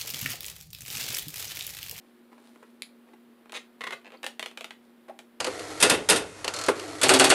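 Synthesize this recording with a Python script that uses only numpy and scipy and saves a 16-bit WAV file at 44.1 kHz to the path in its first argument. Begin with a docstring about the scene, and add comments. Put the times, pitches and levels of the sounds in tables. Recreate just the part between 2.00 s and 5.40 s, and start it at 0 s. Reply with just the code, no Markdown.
"""Tearing flatbread over a foam container

Fingers tear soft flatbread and gather food in a foam container, in a small room with a wavering hum.
Bread is filtered crumb ruptures: soft pats over a faint rustle. Foam is pulses and short dense rings,
grouped into snaps, judders and creaks. A fingernail ticks once as one bright pulse with its ring.
Short sine tones make a tiny high ping and, later, two rising squeaks of food being lifted.
Hum and hiss are sines and filtered noise."""
import sys
import numpy as np
from scipy import signal
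from scipy.fft import rfft, irfft
from scipy.io import wavfile
from scipy.ndimage import uniform_filter1d

SR = 44100
rng = np.random.default_rng(int(sys.argv[2]) if len(sys.argv) > 2 else 0)


def store_wav(level_fs):
    """Save 16-bit WAV to argv[1]."""
    pcm = np.round(np.clip(np.atleast_2d(level_fs), -1, 1) * 32767)
    wavfile.write(sys.argv[1], SR, pcm.T.astype(np.int16))


N = 149940  # length [samples]
HZ = np.fft.rfftfreq(4096, 1 / SR)  # frequency grid of the tone filters


def amp(db):
    """Decibels to gain."""
    return 10 ** (np.asarray(db) / 20)


def unit(x):
    """Scales to an energy of one."""
    return x / np.sqrt(np.sum(x ** 2) + 1e-20)


def evened(x):
    """Scales to an rms of one."""
    return unit(x) * np.sqrt(len(x))


def add(mix, start_s, sound):
    """Mixes a sound in at a time, cutting what runs past the end."""
    part = mix[max(round(start_s * SR), 0):][:len(sound)]
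    part += sound[:len(part)]


def colour(x, points, extra_db=0):
    """Minimum-phase filter of unit energy from (Hz, dB) points, with an optional change of tone."""
    point_hz, point_db = np.transpose(points)
    db = np.interp(np.log(HZ + 1), np.log(point_hz), point_db)
    log_gain = np.log(amp(db + extra_db) / np.sqrt(np.mean(amp(db) ** 2)))
    mirrored = np.r_[log_gain, log_gain[-2:0:-1]]
    # the Hilbert transform supplies the phase that makes the filter causal
    spectrum = np.exp(np.conj(signal.hilbert(mirrored))[:len(HZ)])
    return signal.fftconvolve(x, irfft(spectrum))


BASS_HZ, TREBLE_HZ = 980, 4460  # shelf corners


def tone(bass_db, treble_db):
    """Bass and treble shelves, in dB over frequency."""
    bass = bass_db / (1 + (HZ / BASS_HZ) ** 2)
    treble = treble_db * (1 - 1 / (1 + (HZ / TREBLE_HZ) ** 4))
    return bass + treble


def flat(x, size=90):
    """Evens out the spectrum of a short burst, so that it has no pitch of its own."""
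    spectrum = rfft(x, 2 * len(HZ))
    smooth_power = abs(uniform_filter1d(abs(spectrum) ** 2, size))
    return unit(irfft(spectrum / np.sqrt(smooth_power + 1e-4))[:len(x)])


EDGES = np.geomspace(140, 18000, 13)  # band edges [Hz]
BANDS = [(lo, hi, signal.butter(2, [lo, hi], "band", fs=SR, output="sos"))
         for lo, hi in zip(EDGES, EDGES[1:])]


def ring(length, t60, damping, tilt_db=0):
    """Dense ringing: noise bands that die faster the higher they lie (t60 at 2 kHz, tilt per octave)."""
    t = np.arange(0, length, 1 / SR)
    out = 0
    for lo, hi, sos in BANDS:
        height = np.sqrt(lo * hi) / 2000
        decay = np.exp(-np.log(1000) * t / t60 * height ** damping)
        band = unit(signal.sosfilt(sos, rng.standard_normal(len(t)) * decay))
        out = out + band * np.sqrt(hi - lo) * amp(tilt_db * np.log2(height))
    return unit(out)


CRACK_DAMPING = .36  # how much faster the treble of a crack dies


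def crack(pulses, t60, sharp):
    """A sudden broadband release: pulses hold the sharp share of the energy, a short dense ring the rest."""
    out = np.sqrt(1 - sharp) * ring(.06, t60, CRACK_DAMPING)
    add(out, 0, np.sqrt(sharp) * unit(pulses))
    return flat(out)


HUM_WAVER, HUM_WAVER_HZ = 0.21, 14  # rms waver (share of level, radians of phase) and its speed limit
AIR_DB = -62  # rms level of the hiss
# appliance hum partials: (frequency [Hz], rms level before waver [dB])
HUM_PARTIALS = [(236.9, -59), (360.7, -68.5)]
# tone of the room hiss: (frequency [Hz], relative gain [dB])
AIR_TONE = [(25, -20), (90, -17.5), (160, -7.5), (260, 4), (450, 1), (700, -5.5), (1400, -8), (3500, -16.5),
            (6500, -29), (10500, -23)]


def background():
    """An appliance hums on a few partials, wavering in level and phase, over the hiss of the room."""
    t = np.arange(N) / SR
    # extra noise lets the filter settle before the start
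    hiss = colour(rng.standard_normal(N + len(HZ)), AIR_TONE)[len(HZ):][:N]
    out = amp(AIR_DB) * evened(hiss)
    smooth = 1 / (1 + (np.fft.rfftfreq(N, 1 / SR) / HUM_WAVER_HZ) ** 2)
    for hz, db in HUM_PARTIALS:
        noises = rng.standard_normal((2, N))
        swell, drift = (HUM_WAVER * evened(irfft(rfft(noise) * smooth, N)) for noise in noises)
        out += np.sqrt(2) * amp(db) * (1 + swell) * np.sin(2 * np.pi * hz * t + drift)
    return out


CRUMBS_PER_S, CRUMB_SPREAD_DB = 2500, 3.5  # mean rate, and how unevenly the ruptures are sized


def crumbs(count):
    """Many tiny ruptures: random pulses of uneven size."""
    size = amp(CRUMB_SPREAD_DB * np.minimum(rng.exponential(1, count), 4))
    breaks = rng.random(count) < CRUMBS_PER_S / SR
    return size * rng.standard_normal(count) * breaks


PAT_DB = -22.5  # shared level of the pats
# level of the tearing rustle: (time [s], level [dB])
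TEAR_LEVEL = [(0, -73.5), (.28, -77.5), (.47, -63.5), (.54, -70.5), (.64, -70), (.76, -77.5), (1.3, -78),
              (1.7, -77), (2.85, -75.5), (3.3, -80)]
# tone of the rustle: (frequency [Hz], relative gain [dB])
RUSTLE_TONE = [(200, -9.5), (600, 10.5), (2000, -1.5), (4000, 1), (6000, -7.5), (10000, -4.5), (15500, -22)]
# fingertips pressing soft bread: (time [s], length [s], level relative to PAT_DB [dB])
PATS = [(0.316, 0.025, -3), (0.377, 0.023, -5), (0.558, 0.008, -5), (0.623, 0.02, 0.5),
        (1.067, 0.067, -6.5), (1.133, 0.014, -3.5), (1.457, 0.0054, -6.5), (1.529, 0.0047, 5.5),
        (3.081, 0.028, 4)]
# dull tone of the pats: (frequency [Hz], relative gain [dB])
BREAD_TONE = [(120, -13.5), (350, 6.5), (1000, 1), (2500, -8.5), (5500, -24.5), (10000, -24.5),
              (15500, -37)]


def bread():
    """Dull fingertip pats, swells of tiny filtered ruptures, over the faint rustle of tearing."""
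    rustle = evened(colour(crumbs(N), RUSTLE_TONE)[:N])
    out = amp(np.interp(np.arange(N) / SR, *np.transpose(TEAR_LEVEL))) * rustle
    for start_s, length_s, db in PATS:
        count = int(length_s * SR)
        press = np.sin(np.pi * np.linspace(0, 1, count) ** 0.65)  # quick press, slower release
        pat = unit(colour(crumbs(count) * press, BREAD_TONE))
        add(out, start_s, amp(PAT_DB + db) * pat)
    return out


NAIL_S, NAIL_DB, NAIL_T60_S, NAIL_SHARP = .8215, -9, .004, .65  # time, energy level, decay, pulse share
# tone of the tick: (frequency [Hz], relative gain [dB])
NAIL_TONE = [(300, -12.5), (1300, -19), (2300, .5), (3200, -3), (4150, 3.5), (5400, -16), (7000, -9),
             (7800, -19), (10500, -6), (12500, -18), (15000, -32)]


def nail():
    """One hard, bright tick of a fingernail: a single pulse with a very short ring."""
    tick = crack(np.ones(1), NAIL_T60_S, NAIL_SHARP)
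    return amp(NAIL_DB) * unit(colour(tick, NAIL_TONE))


LEAD_S = .0004  # the ring starts this long before the first jerk
CHATTER_S, CHATTER_FALL_DB = .0006, -2.5  # mean spacing, and change in level per jerk


def chatter(count=7):
    """Uneven jerks in quick succession: a small one, the main one, then ever weaker ones."""
    out = np.zeros(SR // 20)
    for k, (shift, way) in enumerate(rng.uniform(-1, 1, (count, 2))):
        jerk_s = LEAD_S + (k + .5 * shift * (k > 0)) * CHATTER_S
        jerk = np.sign(way) * amp(abs(k - 1) * CHATTER_FALL_DB)
        add(out, jerk_s, [jerk])
    return out


SLIP_T60_S, SLIP_SHARP = .012, .3  # ring decay at 2 kHz, and pulse share of the energy
# tone of the foam, shared by slips and judders: (frequency [Hz], relative gain [dB])
FOAM_TONE = [(120, -12), (250, -9), (450, 2), (900, -1.5), (1600, -1), (2600, 2), (3600, -1), (5300, -13.5),
             (7000, -13), (10000, -16), (15500, -29.5)]


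def slip(db, bass_db, treble_db):
    """The foam lets go: chattering pulses over a short dense ring."""
    snap = crack(chatter(), SLIP_T60_S, SLIP_SHARP)
    return amp(db) * colour(snap, FOAM_TONE, tone(bass_db, treble_db))


CREAK_T60_S, CREAK_SHARP = 0.016, 0.15  # ring decay at 2 kHz, and pulse share of the energy
CREAK_CHANGE = 0.65  # share of each slip's energy that is new
CREAK_PUSH_DB = -2.5  # applied once mid-push and twice at the ends
# rasping tone of the creaks: (frequency [Hz], relative gain [dB])
RASP_TONE = [(150, -17), (450, 1.5), (1400, -4), (2550, 4), (3300, -1.5), (4000, -.5), (5500, -14),
             (6700, -9), (8000, -16), (9600, -13.5), (11500, -27), (15500, -33)]


def creak(length, slow, fast, db, bass_db, treble_db):
    """A rasping run of like slips whose rate and strength rise and fall with the push."""
    shared, *others = [crack(np.ones(1), CREAK_T60_S, CREAK_SHARP) for _ in range(13)]
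    out, t = np.zeros(SR // 5), 0
    for other in others:
        if t < length:
            push = np.sin(np.pi * t / length)
            one_slip = unit(np.sqrt(1 - CREAK_CHANGE) * shared + np.sqrt(CREAK_CHANGE) * other)
            add(out, t, amp(CREAK_PUSH_DB * (2 - push)) * one_slip)
            t += 1 / (slow + (fast - slow) * push)
    return amp(db) * colour(out, RASP_TONE, tone(bass_db, treble_db))


JERK_S, JERK_JITTER = .0024, .2  # mean spacing, and its unevenness as a share
JERK_T60_S, JERK_SHARP = 0.0089, 0.51  # ring decay at 2 kHz, and pulse share of the energy
WALL_DB, WALL_DETUNE = -1.5, 0.0087  # relative level of the ringing wall, and largest random pitch share
# resonances of the tray wall: (frequency before detuning [Hz], relative level [dB], t60 [s])
WALL_MODES = [(1203, 1.5, .055), (1523, -1, .04), (1830, -1.5, .028), (2035, 4.5, .036), (2120, 4, .045)]


def judder(length, db, bass_db, treble_db):
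    """A burst of equally strong jerks that keeps the tray wall's damped resonances ringing."""
    t, jerks = np.arange(SR // 10) / SR, np.zeros(SR // 10)
    for k in range(max(round(length / JERK_S), 1)):
        jerk_s = JERK_S * (k + JERK_JITTER * rng.uniform(-1, 1) * (k > 0))
        add(jerks, jerk_s, crack(np.ones(1), JERK_T60_S, JERK_SHARP))
    out = colour(flat(jerks), FOAM_TONE, tone(bass_db, treble_db))
    wall = 0
    for hz, level_db, t60 in WALL_MODES:
        mode_hz = hz * (1 + WALL_DETUNE * rng.uniform(-1, 1))
        mode = np.exp(-np.log(1000) * t / t60) * np.sin(2 * np.pi * mode_hz * t)
        wall = wall + amp(level_db) * unit(signal.fftconvolve(jerks, mode))
    add(out, 0, amp(WALL_DB) * unit(wall))
    return amp(db) * out


FOAM_DB = -8.3  # shared level; the levels in the three tables are relative to it
# single snaps: (time [s], level [dB], bass [dB], treble [dB])
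SLIPS = [(1.4953, -17.5, 8, -2), (1.5213, -10, -8, 7.5), (2.1037, -21, 5, -9), (2.1203, -17.5, 5, -4),
         (2.2308, -6.5, 2, 4), (2.24, 2, -3.5, -27), (2.244, -5.5, 1, 6), (2.2645, 2.5, -1.5, 3),
         (2.3948, 1.5, -0.5, 1.5), (2.4271, 2.5, -5, -3.5), (2.4601, -0.5, -3.5, -0.5),
         (2.5123, -20, 10.5, 3), (2.574, -3, -4, -1), (2.6088, -5, 0.5, 0.5), (2.6437, -3, -2, 1),
         (2.707, -5.5, -2, -5), (3.19, -13.5, 6, 7)]
# quick runs of slips: (time [s], length [s], rate at the ends [slips/s], rate mid-push [slips/s],
# level [dB], bass [dB], treble [dB])
CREAKS = [(1.5404, .040, 183, 280, -3.5, -2.5, 0), (2.0465, 0.037, 97, 102, -15, 9.5, -7.5),
          (2.1272, 0.027, 200, 270, -19.5, 13, -13)]
# the tray wall judders under the hand: (time [s], length [s], level [dB], bass [dB], treble [dB])
JUDDERS = [(1.8087, .0052, -3, -7.5, -6), (1.8172, .0035, -5.5, -6, -7), (1.8382, .008, -0.5, -5, -4),
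           (1.8689, .0105, .5, -3.5, -5), (1.9073, .0055, -3.5, -5, -2), (1.9235, .0155, -1, 2, -2)]


def container():
    """The foam sticks and slips under the hand in snaps, creaks and judders."""
    out = np.zeros(N)
    for table, sound in [(SLIPS, slip), (CREAKS, creak), (JUDDERS, judder)]:
        for start_s, *settings in table:
            add(out, start_s, sound(*settings))
    return amp(FOAM_DB) * out


TONE_RISE, OVERTONE_DB = 0.024, -26  # whole rise as a share of pitch, relative octave level


def short_tone(length, hz, db):
    """A brief, slightly rising sine with a faint octave, swelling and fading."""
    u = np.linspace(0, 1, int(length * SR))
    phase = 2 * np.pi * np.cumsum(hz * (1 + TONE_RISE * (u - .5))) / SR
    voice = np.sin(phase) + amp(OVERTONE_DB) * np.sin(2 * phase)
    return amp(db) * np.sin(np.pi * u) * voice


ROOM_DB, ROOM_T60_S, ROOM_GAP_S = -7.5, 0.21, .008  # tail level, decay at 2 kHz, delay
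ROOM_DAMPING, ROOM_TILT_DB = 0.065, 0.5  # faster treble decay, and tilt per octave
ROOM_STEP_S = .06  # time step of the crossfade between the scattered room responses
# reflections from nearby surfaces: (delay [s], level [dB], scatter t60 [s])
ECHOES = [(.0026, -8, 0.017), (.009, -14, 0.0078)]


def room(x, count=5):
    """Scattered reflections and a short tail: random responses crossfaded in steady rotation."""
    out, place = np.zeros(N), np.arange(N) / SR / ROOM_STEP_S
    for k in range(count):
        response = np.zeros(SR // 2)
        for delay_s, db, t60 in ECHOES:
            add(response, delay_s, amp(db) * flat(ring(2 * t60, t60, 0)))
        tail = ring(.5, ROOM_T60_S, ROOM_DAMPING, ROOM_TILT_DB)
        add(response, ROOM_GAP_S, amp(ROOM_DB) * tail)
        share = np.sin(np.pi / 2 * np.minimum((place - k) % count, 2))
        out += signal.fftconvolve(x * share, response)[:N]
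    return out


NEAR_ROOM_DB = -2  # sounds aimed at the microphone stir the room less
LOW_CUT_HZ = 227  # low cut on the hand sounds
# short tones, a tiny high ping, then two rising squeaks: (time [s], length [s], mid pitch [Hz], level [dB])
SHORT_TONES = [(2.172, .0035, 4550, -50.5), (3.0935, .012, 641, -35.5), (3.102, 0.013, 791, -38)]


def scene():
    """The hand at work in the container, with its lows cut, heard in the room over its background."""
    hand, near = bread() + container(), np.zeros(N)
    add(near, NAIL_S, nail())
    for start_s, *settings in SHORT_TONES:
        add(near, start_s, short_tone(*settings))
    heard = hand + near + room(hand + amp(NEAR_ROOM_DB) * near)
    low_cut = signal.butter(2, LOW_CUT_HZ, "high", fs=SR, output="sos")
    return (signal.sosfilt(low_cut, heard) + background())[None]


EDGE_HZ = 15600  # upper band limit


def record(dry):
    """Steep linear-phase low-pass that removes the top treble."""
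    low_pass = signal.firwin(511, EDGE_HZ, window=("kaiser", 9), fs=SR)
    return signal.oaconvolve(dry, low_pass[None], "same")


dry = scene()
out = record(dry)
store_wav(out)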